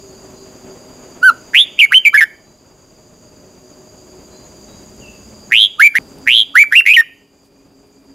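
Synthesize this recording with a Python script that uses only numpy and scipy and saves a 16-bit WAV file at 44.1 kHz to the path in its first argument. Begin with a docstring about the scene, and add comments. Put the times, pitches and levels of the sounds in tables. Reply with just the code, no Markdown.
"""Loud whistles and buzzy trills: a caged bulbul sings two phrases close by in a walled garden.
Behind it insects drone, far birds call, feathers and claws scratch, distant traffic hums, and hiss lies under all.
The bird is a gliding sine with overtones, opened and shut by trill beats, roughened by overload rasp and echoed.
Insects, traffic and hiss are shaped noise; far birds and engine hums are wavering sines.
Song peaks overload a gain control, which ducks the garden and lets it swell back; one note is cut short."""
import sys
import numpy as np
from scipy import signal
from scipy.fft import rfft, irfft
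from scipy.io import wavfile
from scipy.ndimage import uniform_filter1d, minimum_filter1d

SR = 44100
rng = np.random.default_rng(int(sys.argv[2]) if len(sys.argv) > 2 else 0)


def master_out(mix):
    """Clip the mix to full scale and print it as 16-bit PCM to the path in sys.argv[1]."""
    frames = np.transpose(np.atleast_2d(mix))
    ceiling = np.clip(frames, -1, 1)
    pcm = np.round(ceiling * 32767).astype(np.int16)
    wavfile.write(sys.argv[1], SR, pcm)


N = 358974
TIME_S = np.arange(N) / SR

# Rattles, fast trills on one shared upward sweep. Each row: start in s, length in s, level in dB,
# swell over the note in dB, strain in dB, starting beats per s, trill depth at the start (0-1),
# trill depth at the end (0-1), glide in s, top pitch in Hz.
RATTLE_NOTES = [ (1.545, .1, 7.5, -7.5, 10.5, 153, 0.7, 0.12, 0.087, 3550),
                (5.5177, 0.15, 14, 11.5, 4, 117.6, 1, 0.75, 0.11, 3417),
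                (6.2719, 0.16, 14, 10.5, 4.5, 126, 0.92, 0.99, 0.11, 3437), ]
# Whistles, which glide onto a main pitch and bend away. Each row: the first nine columns of a rattle,
# then first, main and last pitch in Hz, closing drop as a share of the pitch.
WHISTLE_NOTES = [ (1.228, 0.075, 1, 9, -6.5, 230, 0, 0, .031, 1408, 1544, 1311, .42),
                 (1.788, 0.025, 12, 11, 10.5, 129, .9, .3, 0.015, 2557, 2930, 2600, 0),
                 (1.812, 0.043, 9.5, -5, 9, 121, 0.36, .1, 0.034, 2528, 2210, 2280, .5),
                 (1.919, 0.026, 8.5, -2.5, 12, 156, .6, 0.93, 0.034, 1386, 2500, 2500, 0),
                 (1.942, .043, 16, 3.5, 11.5, 145, .05, .1, 0.01, 2670, 3047, 3140, 0),
                 (2.049, .037, 14, 8.5, 12, 190, .5, 0, 0.01, 2897, 2323, 2280, 0),
                 (2.141, 0.034, 10.5, -15.5, 12.5, 170, 0.5, .15, 0.0064, 1380, 1720, 1637, 0),
                 (2.173, .029, 8.5, -2.5, 7.5, 130, .3, .05, 0.0076, 1957, 2235, 2030, 0),
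                 (2.2053, .038, 12, -11.5, 14, 166, 0.8, 0.3, .016, 2096, 1749, 1710, 0),
                 (5.795, .029, 8, 8, 17, 120, .1, .55, 0.032, 1267, 1843, 1860, 0),
                 (5.821, 0.059, 14.5, -5, 11.5, 140, .1, .2, .033, 2083, 2338, 2310, 0),
                 (5.951, .028, 8.5, -2, 18, 167, 0.52, 0.46, 0.027, 1636, 2090, 1900, 0),
                 (5.982, .016, 15, 3, 9.5, 320, .6, .6, 0.013, 2153, 2360, 2400, 0),
                 (6.552, .081, 12.5, 10.5, 11.5, 128, .35, .15, .061, 1328, 2312, 2300, .55),
                 (6.721, .031, 7.5, -10.5, 12, 129, 0.78, 0.3, 0.034, 1607, 2028, 2050, 0),
                 (6.751, 0.052, 17.5, 17.5, 11.5, 150, 0.41, .1, 0.029, 2213, 2783, 2680, .55),
                 (6.86, 0.071, 18, -11, 11, 107, .95, 0.23, 0.079, 2105, 2507, 2500, 0),
                 (6.933, .028, 13.5, -10, 14, 137, .7, .05, 0.02, 2420, 3020, 2450, 0),
                 (6.962, 0.05, 13.5, -1.5, 15, 73, .15, 0, 0.017, 2567, 1851, 1798, .5), ]
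# Relative overtone spectrum of the voice. Each row: frequency in Hz, level in dB.
OVERTONE_SPECTRUM = [(3000, -23.5), (4600, -33.5), (5600, -35), (7000, -36.5), (8200, -45), (9300, -44),
                     (10700, -29.5), (12000, -40), (13800, -39.5), (15500, -48)]
# Relative spectrum of the overload rasp on the notes. Each row: frequency in Hz, density in dB per Hz.
RASP_SPECTRUM = [(100, -3.5), (700, -6.5), (1600, -4.5), (2900, 17.5), (4500, 1.5), (7000, -1.5),
                 (8700, -12), (10800, 1.5), (12000, -6), (13400, -1.5), (15300, -13)]
# Reflections off cage, floor and walls. Each row: delay in s, level in dB relative to the song.
NEAR_REFLECTIONS = [(.0032, -24), (.0075, -24), (0.0142, -19.5), (0.022, -25.5), (.047, -38)]
# Echo decay of the garden. Each row: frequency in Hz, time to fall 60 dB in s.
GARDEN_DECAY = [(500, 0.13), (1500, 0.29), (3000, 0.53), (7000, 0.17), (14000, 0.73)]
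# Far birds. Each row: start in s, length in s, first pitch in Hz, last pitch in Hz,
# level in dB ahead of the direct and echo gains.
FAR_BIRD_CALLS = [(0.032, 0.15, 4350, 4370, -53), (0.322, 0.13, 4050, 4120, -54),
                  (2.43, 0.092, 3950, 4048, -52), (4.301, 0.1, 4140, 4100, -47),
                  (4.67, 0.0805, 3770, 3930, -48.5), (5.002, 0.1, 3350, 2640, -38),
                  (7.134, 0.6, 2430, 2426, -55.5), (7.684, 0.5, 2470, 2400, -58)]
# Feathers and claws. Each row: start in s, length in s, mean level in dB at the crest.
SCRATCHES = [(4.832, .012, -59.5), (4.962, 0.0092, -56), (6.182, 0.0067, -45.5), (7.408, 0.093, -51),
             (7.654, 0.028, -62), (7.86, .025, -53.5), (8.042, .008, -50.5)]
# Insect choruses. Each row: centre in Hz, half width in Hz, mean level before the cut in dB,
# mean level after it in dB, throb depth after it (0-1).
INSECT_CHORUSES = [(4765, 170, -51.5, -51.5, 0.19), (6745, 260, -50.5, -57, 0.4),
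                   (6080, 100, -60.5, -65, .6), (7480, 250, -60, -62, .6)]
# Relative spectrum of distant traffic. Each row: frequency in Hz, density in dB per Hz.
TRAFFIC_SPECTRUM = [(15, -48.5), (25, -12.5), (195, -5.5), (350, -6), (380, -2.5), (459, -9), (616, -8.5),
                    (713, -13), (997, -15.5), (1990, -25.5), (2670, -25), (3730, -31.5), (4850, -62),
                    (8210, -120)]
# Course of the traffic. Each row: time in s, swell in dB,
# tilt in dB (added to the upper part, taken from the lower).
TRAFFIC_COURSE = [(0, -2, -1.5), (1.102, -1, 1), (2.5, 0, -1.5), (3.598, -1.5, -2), (4.5, -2, -1),
                  (5.3, -2.5, -2), (5.97, -1.5, 0), (6.021, 0, -2.3), (7.199, -1.5, -1.1),
                  (8.101, -0.5, -2)]
# Engine hums. Each row: two end times in s (in either order), mean pitch in Hz, level in dB before wavering.
ENGINE_HUMS = [(-1.5, 1.3, 383, -45), (-1.27, 3.2, 615.6, -51.5), (.3, 1.56, 250.5, -47.5),
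               (4.5, 3.4, 372, -44.5), (2.3, 5.5, 612.2, -50.5), (3.901, 5.8, 60.26, -51),
               (4.3, 5.9, 210, -48.5), (5.8, 6.85, 275.2, -41), (6.8, 12, 275, -39.5), (5.8, 18, 408, -43)]
# Relative spectrum of the hiss. Each row: frequency in Hz, density in dB per Hz.
HISS_SPECTRUM = [(1000, -6.5), (3500, 0), (5500, 1), (8000, -1), (10000, -4.5), (13500, -3.5),
                 (15500, -9.5)]

CUT_S = 5.985  # song and echoes break off; insects and gain control change state
BAND_LIMIT_HZ = 15750
ATTACK_S, RELEASE_S, EDGE_DB = 0.0037, 0.0045, 18.5  # a note starts and ends EDGE_DB under its level
LEAD_S, LEAD_FADE_DB, SCOOP_SHARE = .014, 11, .08  # the syrinx stirs softly and lower before a note
TAIL_S, TAIL_FADE_DB = .01, 9.5  # and slackens after it
TRILL_SLOWING_PER_S, BEAT_UNEVENNESS = 0.99, .04  # share per s; rms in beats
TRILL_SWING_SHARE, CREST_TURN = 0.12, 0.23  # pitch flick as a share of the pitch, its place in the beat
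SHUT_DB, OPEN_SHAPE = 33, .95  # dip between full-depth beats
PITCH_JITTER_SHARE = .004  # rms
RATTLE_FIRST_HZ, RATTLE_SAG_HZ, RATTLE_RELEASE_S = 1892, 60.43, 0.049
FULL_STRAIN_DB, DULLING = 9.5, 0.11  # dB an octave lost per dB of strain short of full


def amp(db):
    """Decibels to gain."""
    return 10 ** (np.asarray(db) / 20)


def unit(x):
    """Scales to rms 1."""
    return x / np.sqrt(np.mean(x ** 2) + 1e-20)


def read(points, hz):
    """Interpolates a table on a log-frequency axis."""
    point_hz, value = np.transpose(points)
    return np.interp(np.log(hz + 1), np.log(point_hz + 1), value)


def add(mix, start_s, sound):
    """Mixes a sound in place, starting at start_s."""
    part = mix[max(round(start_s * SR), 0):][:len(sound)]
    part += sound[:len(part)]


def noise(shape):
    """Noise of rms 1 whose spectrum follows the gain shape(Hz)."""
    spectrum = rfft(rng.standard_normal(N)) * shape(np.fft.rfftfreq(N, 1 / SR))
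    return unit(irfft(spectrum, N))


def wide(shape, side_db):
    """Two channels of noise: a shared middle and a weaker side of opposite sign."""
    return unit(noise(shape) + amp(side_db) * noise(shape) * np.array([[1], [-1]]))


def drift(hz):
    """Random motion of rms 1, its spectrum fading around hz."""
    return noise(lambda f: np.exp(-(f / hz) ** 2))


def syllable(waver, start_s, length_s, level_db, swell_db, strain_db, beats_per_s, depth_first, depth_last,
             glide_s, first_hz, main_hz, last_hz, drop_share, release_s,
             open_lag_rad=.45, overtone_db=5.0, even_db=-6, rasp_shut=0.12):
    """One note and its rasp strength; each beat opens the syrinx, flicks the pitch up and shuts it."""
    t = np.arange(-LEAD_S, length_s + TAIL_S, 1 / SR)
    held = np.clip(t, 0, length_s)
    wobble = np.interp(start_s + t, TIME_S, waver)
    lead = np.maximum(-t / LEAD_S, 0)
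    tail = np.maximum((t - length_s) / TAIL_S, 0)

    # Pitch: glide on, bend away, trill on top
    approach = np.maximum(1 - held / glide_s, 0) ** 2
    bend = (np.maximum(held - glide_s, 0) / max(length_s - glide_s, 1e-3)) ** 2
    hz = main_hz + (first_hz - main_hz) * approach + (last_hz - main_hz) * bend
    hz = hz * (1 - SCOOP_SHARE * lead - drop_share * tail)
    depth = np.clip(depth_first + (depth_last - depth_first) * held / length_s, 0, 1)
    beats = beats_per_s * t * (1 - TRILL_SLOWING_PER_S * t / 2) + BEAT_UNEVENNESS * wobble
    beat_rad = 2 * np.pi * beats
    # narrow crest, flat trough
    flick = 2 * ((1 + np.cos(beat_rad - 2 * np.pi * CREST_TURN)) / 2) ** 2 - .5
    hz = abs(hz * (1 + PITCH_JITTER_SHARE * wobble) + TRILL_SWING_SHARE * main_hz * depth * flick)

    phase = 2 * np.pi * np.cumsum(hz) / SR
    tone = np.sin(phase)
    for k in range(2, 12):
        strain_tilt_db = DULLING * (strain_db - FULL_STRAIN_DB) * np.log2(k)
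        bright_db = overtone_db + strain_tilt_db + even_db * (k % 2 == 0)
        gain = amp(bright_db + read(OVERTONE_SPECTRUM, k * hz)) * (k * hz < BAND_LIMIT_HZ)
        tone = tone + gain * np.sin(k * phase)

    # Loudness: attack, swelling or sagging hold, release, dip at every beat
    attack = np.maximum(1 - held / ATTACK_S, 0) ** 2
    release = np.maximum(1 - (length_s - held) / release_s, 0) ** 2
    envelope_db = level_db + swell_db * (held / length_s - .5) - EDGE_DB * (attack + release)
    envelope_db = envelope_db - LEAD_FADE_DB * lead - TAIL_FADE_DB * tail
    envelope = amp(envelope_db) * (1 - (lead + tail) ** 2)
    shut_db = SHUT_DB * depth ** 2 * ((1 + np.cos(beat_rad - open_lag_rad)) / 2) ** OPEN_SHAPE
    return envelope * amp(-shut_db) * tone, envelope * amp(strain_db - rasp_shut * shut_db)


def garden(x, build_s=0.029):
    """Diffuse echoes from walls and leaves, each band dying at its own speed."""
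    taps = rng.standard_normal(SR) + 0.19 * rng.standard_normal((2, SR))
    hz, t, bands = signal.stft(taps, SR, nperseg=256)
    decay = amp(-60 * t / read(GARDEN_DECAY, hz)[:, None])
    bands = bands * decay * (1 - np.exp(-t / build_s))
    tail = signal.istft(bands, SR, nperseg=256)[1]
    tail = tail / np.linalg.norm(tail[0])
    return signal.fftconvolve(x[None], tail, axes=1)[:, :N]


def bulbul(notes, rasp_db=-42, wet_db=-26.0, treble_db=-7):
    """Notes with reflections, diffuse tail and overload rasp: distortion-like noise following their loudness."""
    song, rasp_strength, waver = np.zeros(N), np.zeros(N), drift(250)
    for note in notes:
        tone, strength = syllable(waver, *note)
        add(song, note[0] - LEAD_S, tone)
        add(rasp_strength, note[0] - LEAD_S, strength)
    near = song.copy()
    for delay_s, db in NEAR_REFLECTIONS:
        add(near, delay_s, amp(db) * song)
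    # the song's treble is added to one channel and subtracted from the other
    highpass = signal.butter(8, 5000, "high", fs=SR, output="sos")
    side_treble = amp(treble_db) * signal.sosfilt(highpass, song) * np.array([[1], [-1]])
    rasp = amp(rasp_db) * rasp_strength * wide(lambda f: amp(read(RASP_SPECTRUM, f)), side_db=-13)
    return near + side_treble + rasp + amp(wet_db) * garden(song)


def cut_song():
    """The bird's two phrases; all song begun before CUT_S, echoes included, breaks off there."""
    notes = [(*row, RATTLE_FIRST_HZ, top_hz, top_hz - RATTLE_SAG_HZ, 0, RATTLE_RELEASE_S)
             for *row, top_hz in RATTLE_NOTES]
    notes += [(*row, RELEASE_S) for row in WHISTLE_NOTES]
    early = bulbul([note for note in notes if note[0] < CUT_S])
    late = bulbul([note for note in notes if note[0] >= CUT_S])
    return early * np.clip((CUT_S - TIME_S) / 0.00019, 0, 1) + late


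def far_birds(settle_s=.016, direct_db=-5, wet_db=-3, waver_share=0.011):
    """Thin distant whistles that slide onto their pitch, blurred by echoes."""
    calls = np.zeros(N)
    for start_s, length_s, first_hz, last_hz, db in FAR_BIRD_CALLS:
        t = np.arange(0, length_s, 1 / SR)
        hz = last_hz + (first_hz - last_hz) * np.exp(-t / settle_s)
        hz = hz * (1 + waver_share * drift(40)[:len(t)])
        tone = np.sin(2 * np.pi * np.cumsum(hz) / SR)
        add(calls, start_s, amp(db) * signal.windows.tukey(len(t), .5) * tone)
    return amp(direct_db) * calls + amp(wet_db) * garden(calls)


def preening():
    """Brief soft scratches of feathers and claws: noise bursts of uneven level."""
    level = np.zeros(N)
    for start_s, length_s, db in SCRATCHES:
        add(level, start_s, amp(db) * np.hanning(int(length_s * SR)))
    scratch = wide(lambda f: f / (f + 2000) / (1 + (f / 13000) ** 4), side_db=-15)
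    return level * amp(3.34 * drift(200)) * scratch


def insects(flutter_db=-1.5, throbs_per_s=6.5):
    """Stridulation as narrow fluttering noise bands, which throb after the cut."""
    late, out = TIME_S > CUT_S, np.zeros((2, N))
    throb = np.sin(2 * np.pi * (throbs_per_s * TIME_S + 0.3 * drift(1.1)))
    for centre_hz, width_hz, early_db, late_db, depth in INSECT_CHORUSES:
        band = wide(lambda f: np.exp(-abs((f - centre_hz) / width_hz) ** 2.4 / 2), side_db=-20.0)
        level_db = np.where(late, late_db, early_db) + flutter_db * drift(25)
        out += band * amp(level_db) * (1 + depth * late * throb)
    return out


def traffic(level_db=-40.5, split_hz=300, lumpy_db=1.5, hum_waver_db=3.5, hum_waver_hz=4.5):
    """A far noise rumble that swells and changes tilt, with wavering sine engine hums."""
    time_s, *columns = np.transpose(TRAFFIC_COURSE)
    swell_db, tilt_db = (np.interp(TIME_S, time_s, column) for column in columns)
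    rumble = wide(lambda f: amp(read(TRAFFIC_SPECTRUM, f)) / (1 + (f / 4200) ** 8), side_db=-15.0)
    low = signal.sosfiltfilt(signal.butter(2, split_hz, fs=SR, output="sos"), rumble)
    tilted = low * amp(-tilt_db) + (rumble - low) * amp(tilt_db)
    out = amp(level_db + swell_db + lumpy_db * drift(30)) * tilted
    for start_s, end_s, hz, db in ENGINE_HUMS:
        progress = np.clip((TIME_S - start_s) / (end_s - start_s), 0, 1)
        passing = np.sqrt(np.sin(np.pi * progress) + 1e-12)
        tone = np.sin(2 * np.pi * np.cumsum(hz + hum_waver_hz * drift(12)) / SR)
        out += amp(db + hum_waver_db * drift(15)) * passing * tone
    return out


def hiss():
    """Steady shaped noise."""
    return amp(-55.0) * wide(lambda f: amp(read(HISS_SPECTRUM, f)), side_db=-16.5)


def scene():
    """The bird a little to the right, over the garden's background."""
    song = cut_song() * amp([[-1.9], [0]])
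    return song + far_birds() + preening() + insects() + traffic() + hiss()


def gain_control(x, threshold_db=3.5, share=0.68, excess_decay_db_per_s=5.5):
    """Drops the gain quickly by a share of the peak excess, which then decays linearly in dB."""
    peak_db = 20 * np.log10(abs(x).max(0) + 1e-9)
    decay_db = np.arange(x.shape[1]) / SR * excess_decay_db_per_s
    held_peak_db = np.maximum.accumulate(peak_db + decay_db) - decay_db
    over_db = np.maximum(held_peak_db - threshold_db, 0)
    return x * amp(-share * uniform_filter1d(over_db, size=60))


def record(dry, ceiling_db=0.96):
    """Gain control (afresh after the cut), a fast limiter, clipping and the band limit."""
    parts = np.split(dry, [round(CUT_S * SR)], axis=1)
    x = np.hstack([gain_control(part) for part in parts])
    peak = -minimum_filter1d(-abs(x).max(0), size=40)
    peak = uniform_filter1d(peak, size=30)
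    x = np.clip(x / (1 + (peak / amp(ceiling_db)) ** 8) ** (1 / 8), -1, 1)
    lowpass = signal.firwin(511, BAND_LIMIT_HZ, window=("kaiser", 9), fs=SR)
    return signal.oaconvolve(x, lowpass[None], "same", axes=1)


dry = scene()
out = record(dry)
master_out(out)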